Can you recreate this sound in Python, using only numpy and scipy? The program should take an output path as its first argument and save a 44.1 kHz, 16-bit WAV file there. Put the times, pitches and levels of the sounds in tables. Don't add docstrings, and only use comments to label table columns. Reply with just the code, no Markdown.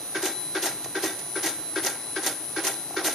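import sys
import numpy as np
from scipy import signal
from scipy.fft import rfft, irfft, next_fast_len
from scipy.io import wavfile

SR = 44100
rng = np.random.default_rng(int(sys.argv[2]) if len(sys.argv) > 2 else 0)


def master_out(mix):
    frames = np.transpose(np.atleast_2d(mix))
    ceiling = np.clip(frames, -1, 1)
    pcm = np.round(ceiling * 32767).astype(np.int16)
    wavfile.write(sys.argv[1], SR, pcm)


def ratio(d):
    e = np.asarray(d, float) / 20
    return 10 ** e


N = 138474

# f/Hz, relative density/dB
RUSH_SPECTRUM = [(25, -32), (132, 1.5), (230, -5.5), (300, 5), (481, -3.5), (780, -0.5), (1100, -6.5),
                 (3300, -13), (4130, -11.5), (6000, -11), (7660, -13), (9750, -10.5), (12500, -18.5),
                 (13800, -15), (15400, -5)]
# f/Hz, gain/dB
SIDE_GAIN = [(25, -19), (125, -20.5), (250, -24), (700, -15), (2000, -11.5), (4400, -4.5), (8000, -1.5),
             (15000, 0)]
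WHINE_HZ = (10051, 9938, 3998)
# t/s, then one level/dB per line
WHINE_LEVELS = [(0, -50, -47, -48), (.17, -48, -40, -62), (.27, -49, -50, -45), (.38, -34.5, -43.5, -43),
                (.6, -50, -43, -48), (.88, -49, -46.5, -51.5), (1.2, -41, -39, -53),
                (1.38, -34, -44, -54.5), (1.56, -44, -48, -52), (1.68, -41, -48.5, -46),
                (1.798, -37, -43, -60), (2.0, -40, -54, -52.5), (2.11, -35.5, -47, -48),
                (2.2, -37.5, -51, -53.5), (2.45, -35.5, -43, -56), (2.8, -37.5, -44, -50.5),
                (2.9, -46.5, -46.5, -54.5), (3.14, -51, -36.5, -48)]
# f/Hz, mean level/dB
FAINT_LINES = [(1950, -65), (5940, -60), (6052, -58), (11881, -58)]
# t/s, level/dB, f/Hz
TAPS = [(.858, -10, 928), (0.86, -8, 418), (2.907, -9.5, 680), (2.942, -9, 800), (3.014, -7, 776),
        (3.084, 0.5, 620)]
# t/s, level/dB
KNOCKS = [(0.151, -14), (0.552, -12.5), (0.953, -14), (1.357, -15), (1.76, -13.5), (2.163, -14),
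          (2.565, -13), (2.967, -12.5)]
# f/Hz, level/dB, undamped t60/s, delay/ms
FRAME_MODES = [(322, -13.5, .3, 12.2), (377, -8.5, .15, 6), (1555, -17, .35, 1), (1603, -17.5, .25, 1),
               (476, -25, .15, 4), (786, -21, .3, 24), (1392, -19, .2, 1), (1925, -19.5, .2, 12),
               (2239, -20, .15, 4), (3560, -21, .09, 6)]
# f/Hz, relative density/dB
KNOCK_RATTLE_SPECTRUM = [(200, -62), (400, 7.5), (800, 2.5), (1600, 7.5), (2900, -1), (3630, 1), (6500, -3),
                         (8000, -22), (12000, -97)]
# t/s, level/dB, level of the thud on the frame/dB
BITES = [(0.227, -21, -13), (0.627, -19.5, -17.5), (1.0314, -18.5, -11.5), (1.4326, -19.5, -18),
         (1.836, -20.5, -21), (2.2366, -22, -23.5), (2.6417, -19.5, -20), (3.047, -17, -16.5)]
# t/s, level/dB
SLAMS = [(0.254, -18.5), (0.656, -18.5), (1.0574, -29), (1.4596, -20.5), (1.8617, -18.5), (2.2623, -15.5),
         (2.6662, -18.5), (3.0686, -24)]
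# t/s, level/dB, t60/s
TICKS = [(0.842, -30, 0.053), (1.188, -34.5, 0.1), (3.126, -15.5, 0.013)]
# f/Hz, relative density/dB
BLADE_SPECTRUM = [(280, -23), (480, -3), (920, -2.5), (1200, -15.5), (2580, -9), (6170, -6.5), (8880, -7.5),
                  (13000, -11.5), (15300, -18.5)]
# f/Hz, width/Hz, boost/dB
GUARD_PEAKS = [(1927, 230, 12), (6200, 230, 7), (8940, 270, 5.5)]

LOW_MODE_HZ = 600


def rms_one(x):
    return x / np.sqrt(np.mean(x ** 2) + 1e-20)


def at_hz(points, hz):
    f, v = np.transpose(points)
    return np.interp(np.log(np.maximum(hz, 1)), np.log(f), v)


def colour(x, points, peaks=()):
    size = next_fast_len(N + SR // 4) // 2 * 2
    hz = np.arange(size // 2 + 1) * SR / size
    db = at_hz(points, hz) + sum(p / (1 + (2 * (hz - f) / w) ** 2) for f, w, p in peaks)
    unit_power = ratio(db) / np.sqrt(np.mean(ratio(2 * db)))
    cepstrum = irfft(np.log(unit_power), size)
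    cepstrum[1:size // 2] *= 2
    cepstrum[size // 2 + 1:] = 0
    return irfft(rfft(x, size) * np.exp(rfft(cepstrum)), size)[..., :N]


def drift(rate_hz):
    step = 40
    r = np.exp(-2 * np.pi * step * rate_hz / SR)
    noise = rng.standard_normal(N // step + 2002)
    slow = signal.lfilter([1], [1, -2 * r, r * r], noise)[2000:]
    return np.interp(np.arange(N) / step, np.arange(len(slow)), rms_one(slow))


def bursts(times_s, db, rise_s, t60_s):
    t = np.arange(N) / SR - np.reshape(times_s, (-1, 1))
    t = np.maximum(t, 0)
    rise = 1 - np.exp(-(t / rise_s) ** 2)
    decay = ratio(-60 * t / np.reshape(t60_s, (-1, 1)))
    return ratio(np.asarray(db)) @ (rise * decay)


def tail(x, t60_s):
    t = np.arange(int(t60_s * SR)) / SR
    ir = rng.standard_normal(SR * 2)[:len(t)] * ratio(-60 * t / t60_s)
    return signal.fftconvolve(x, ir / np.sqrt(np.sum(ir ** 2)))[:N]


def rattle():
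    contacts_per_s, spread_db, clump_db, clump_hz = 9000, 2.0, 0.8, 38.0
    excess = np.minimum(rng.exponential(1, (2, N)), 4)
    sizes = ratio(spread_db * excess) * rng.choice([-1, 1], (2, N))
    hits = rng.random((2, N)) < contacts_per_s / SR
    return rms_one(sizes * hits * ratio(clump_db * drift(clump_hz)))


def clumps(x):
    flicker_db, flicker_hz = 2.5, 140
    spectrum = rfft(x)
    octave = np.log2(np.maximum(np.arange(N // 2 + 1) * SR / N, 500) / 500)
    out = 0
    for k in range(11):
        band = irfft(spectrum * np.maximum(1 - abs(2 * octave - k), 0), N)
        out = out + band * ratio(flicker_db * drift(flicker_hz))
    return out


def rush():
    level_db, flicker_db, flicker_hz = -38.5, 0.5, 54.0
    noise = colour(rng.standard_normal((2, N)), RUSH_SPECTRUM)
    return ratio(level_db + flicker_db * drift(flicker_hz)) * noise


def whine():
    side_db, side_swing_db, faint_swing_db = (-39, -43, -56), 2.5, 2
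    flicker_db, waver_rad = 1.2, 0.6
    t = np.arange(N) / SR
    s, *mid_db = np.transpose(WHINE_LEVELS)
    lines = []  # f/Hz, mid level/dB, side level/dB
    for k, hz in enumerate(WHINE_HZ):
        lines.append((hz, np.interp(t, s, mid_db[k]), side_db[k] + side_swing_db * drift(1.0)))
    for hz, db in FAINT_LINES:
        both_db = db + faint_swing_db * drift(1.3)
        lines.append((hz, both_db, both_db))
    out = np.zeros((2, N))
    for hz, *pair_db in lines:
        for k, level_db in enumerate(pair_db):
            phase = 2 * np.pi * hz * t + k * np.pi / 2 + waver_rad * drift(5.9)
            level = np.sqrt(2) * ratio(level_db + flicker_db * drift(6.0))
            out[k] += level * np.sin(phase)
    return out


def taps():
    rise_s, t60_s, bounce_s = 0.0014, 0.005, 0.00266
    t = np.arange(N) / SR
    out = np.zeros(N)
    for s, db, hz in TAPS:
        for start_s in (s, s + bounce_s):
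            out += bursts([start_s], [db], rise_s, t60_s) * np.sin(2 * np.pi * hz * (t - start_s))
    return out


def struck(times_s, db):
    rise_s, scatter_db, detune_ratio = 0.005, 1.2, 0.004
    free_s, damped_t60_s = 0.034, 0.045
    t, out = np.arange(N) / SR, 0
    blow = np.clip(np.searchsorted(times_s - 0.02, t) - 1, 0, None)
    since_s = t - times_s[blow]
    shape = (len(times_s), len(FRAME_MODES))
    detune = 1 + detune_ratio * rng.standard_normal(shape)
    scatter = scatter_db * rng.standard_normal(shape)
    for k, (hz, mode_db, t60_s, delay_ms) in enumerate(FRAME_MODES):
        delay_s = delay_ms / 1000
        swell = bursts(times_s + delay_s - 1.37 * rise_s, db + mode_db + scatter[:, k], rise_s, t60_s)
        out = out + swell * np.cos(2 * np.pi * hz * detune[blow, k] * (since_s - delay_s))
    out = out * ratio(-60 * np.maximum(since_s - free_s, 0) / damped_t60_s)
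    return np.array([out, tail(out, 0.086)])


def knocks():
    rattle_db, rattle_rise_s, rattle_t60_s = -16, 0.0087, 0.35
    thud_late_s = 0.078
    (s, db), thud_db = np.transpose(KNOCKS), np.transpose(BITES)[2]
    envelope = bursts(s - rattle_rise_s, db + rattle_db, rattle_rise_s, rattle_t60_s)
    loose = clumps(colour(envelope * rattle(), KNOCK_RATTLE_SPECTRUM))
    low_pass = signal.butter(2, LOW_MODE_HZ, fs=SR, output="sos")
    thud = signal.sosfilt(low_pass, struck(s + thud_late_s, thud_db))
    return struck(s, db) + thud + loose


def shaken_frame(times_s, db):
    rise_s, t60_s, ring_t60_s, low_mute_db = 0.0085, 0.26, 0.06, -3
    shake = rattle() * bursts(times_s, db, rise_s, t60_s) + 1e-18
    r = ratio(-60 / (ring_t60_s * SR))
    out = 0
    for hz, mode_db, *_ in FRAME_MODES:
        w = 2 * np.pi * hz / SR
        ring = signal.lfilter([0, np.sin(w)], [1, -2 * r * np.cos(w), r * r], shake)
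        level_db = mode_db / 2 + low_mute_db * (hz < LOW_MODE_HZ)
        out = out + ratio(level_db) * ring * np.sqrt(1 - r) * 10
    return out


def blade():
    bite_lead_s, bite_rise_s, bite_t60_s, bite_db = 0.014, 0.014, 0.29, -3.5
    slam_lead_s, slam_rise_s, slam_t60_s, slam_db = 0.00069, 0.0017, 0.21, -10
    crack_db, crack_t60_s, crack_bounce_s = -14.5, 0.025, 0.0055
    shake_bite_db, shake_slam_db = -45.5, -47.5
    s1, db1, _ = np.transpose(BITES)
    s2, db2 = np.transpose(SLAMS)
    s3, db3, tick_t60_s = np.transpose(TICKS)
    bright = bursts(s1 - bite_lead_s, db1 + bite_db, bite_rise_s, bite_t60_s)
    bright += bursts(s2 - slam_lead_s, db2 + slam_db, slam_rise_s, slam_t60_s)
    bright += bursts(s3, db3, slam_rise_s, tick_t60_s)
    for lag_s in (0, crack_bounce_s):
        bright += bursts(s2 - slam_lead_s + lag_s, db2 + crack_db, slam_rise_s, crack_t60_s)
    clank = clumps(colour(bright * rattle(), BLADE_SPECTRUM, GUARD_PEAKS))
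    shake_db = np.repeat([shake_bite_db, shake_slam_db], len(s1))
    return clank + shaken_frame(np.r_[s1, s2], shake_db)


def scene():
    low_cut_hz, room_t60_s, room_db, wall_cut_hz = 260, 0.8, -11, 1700
    near = knocks() + blade() + taps() * [[1], [0]]
    near = signal.sosfilt(signal.butter(4, low_cut_hz, "high", fs=SR, output="sos"), near)
    walls = signal.butter(1, wall_cut_hz, fs=SR, output="sos")
    wet = signal.sosfilt(walls, [tail(v, room_t60_s) for v in near])
    mid, side = near + ratio(room_db) * wet + rush()
    hz = np.arange(N // 2 + 1) * SR / N
    side = irfft(rfft(side) * ratio(at_hz(SIDE_GAIN, hz)), N)
    mid, side = np.array([mid, side]) + whine()
    return np.array([mid + side, mid - side])


def roll_off(x):
    return signal.sosfilt(signal.butter(12, 15640, fs=SR, output="sos"), x)


def record(dry):
    notch_hz, notch_width_hz, notch_db, stop_hz = 7854, 367, -16, 15500
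    hz = np.arange(N // 2 + 1) * SR / N
    dip_db = notch_db / (1 + (2 * (hz - notch_hz) / notch_width_hz) ** 2)
    x = irfft(rfft(dry) * ratio(dip_db), N)
    x = signal.sosfilt(signal.cheby2(12, 60, stop_hz, fs=SR, output="sos"), x)
    return roll_off(x)


dry = scene()
out = record(dry)
master_out(out)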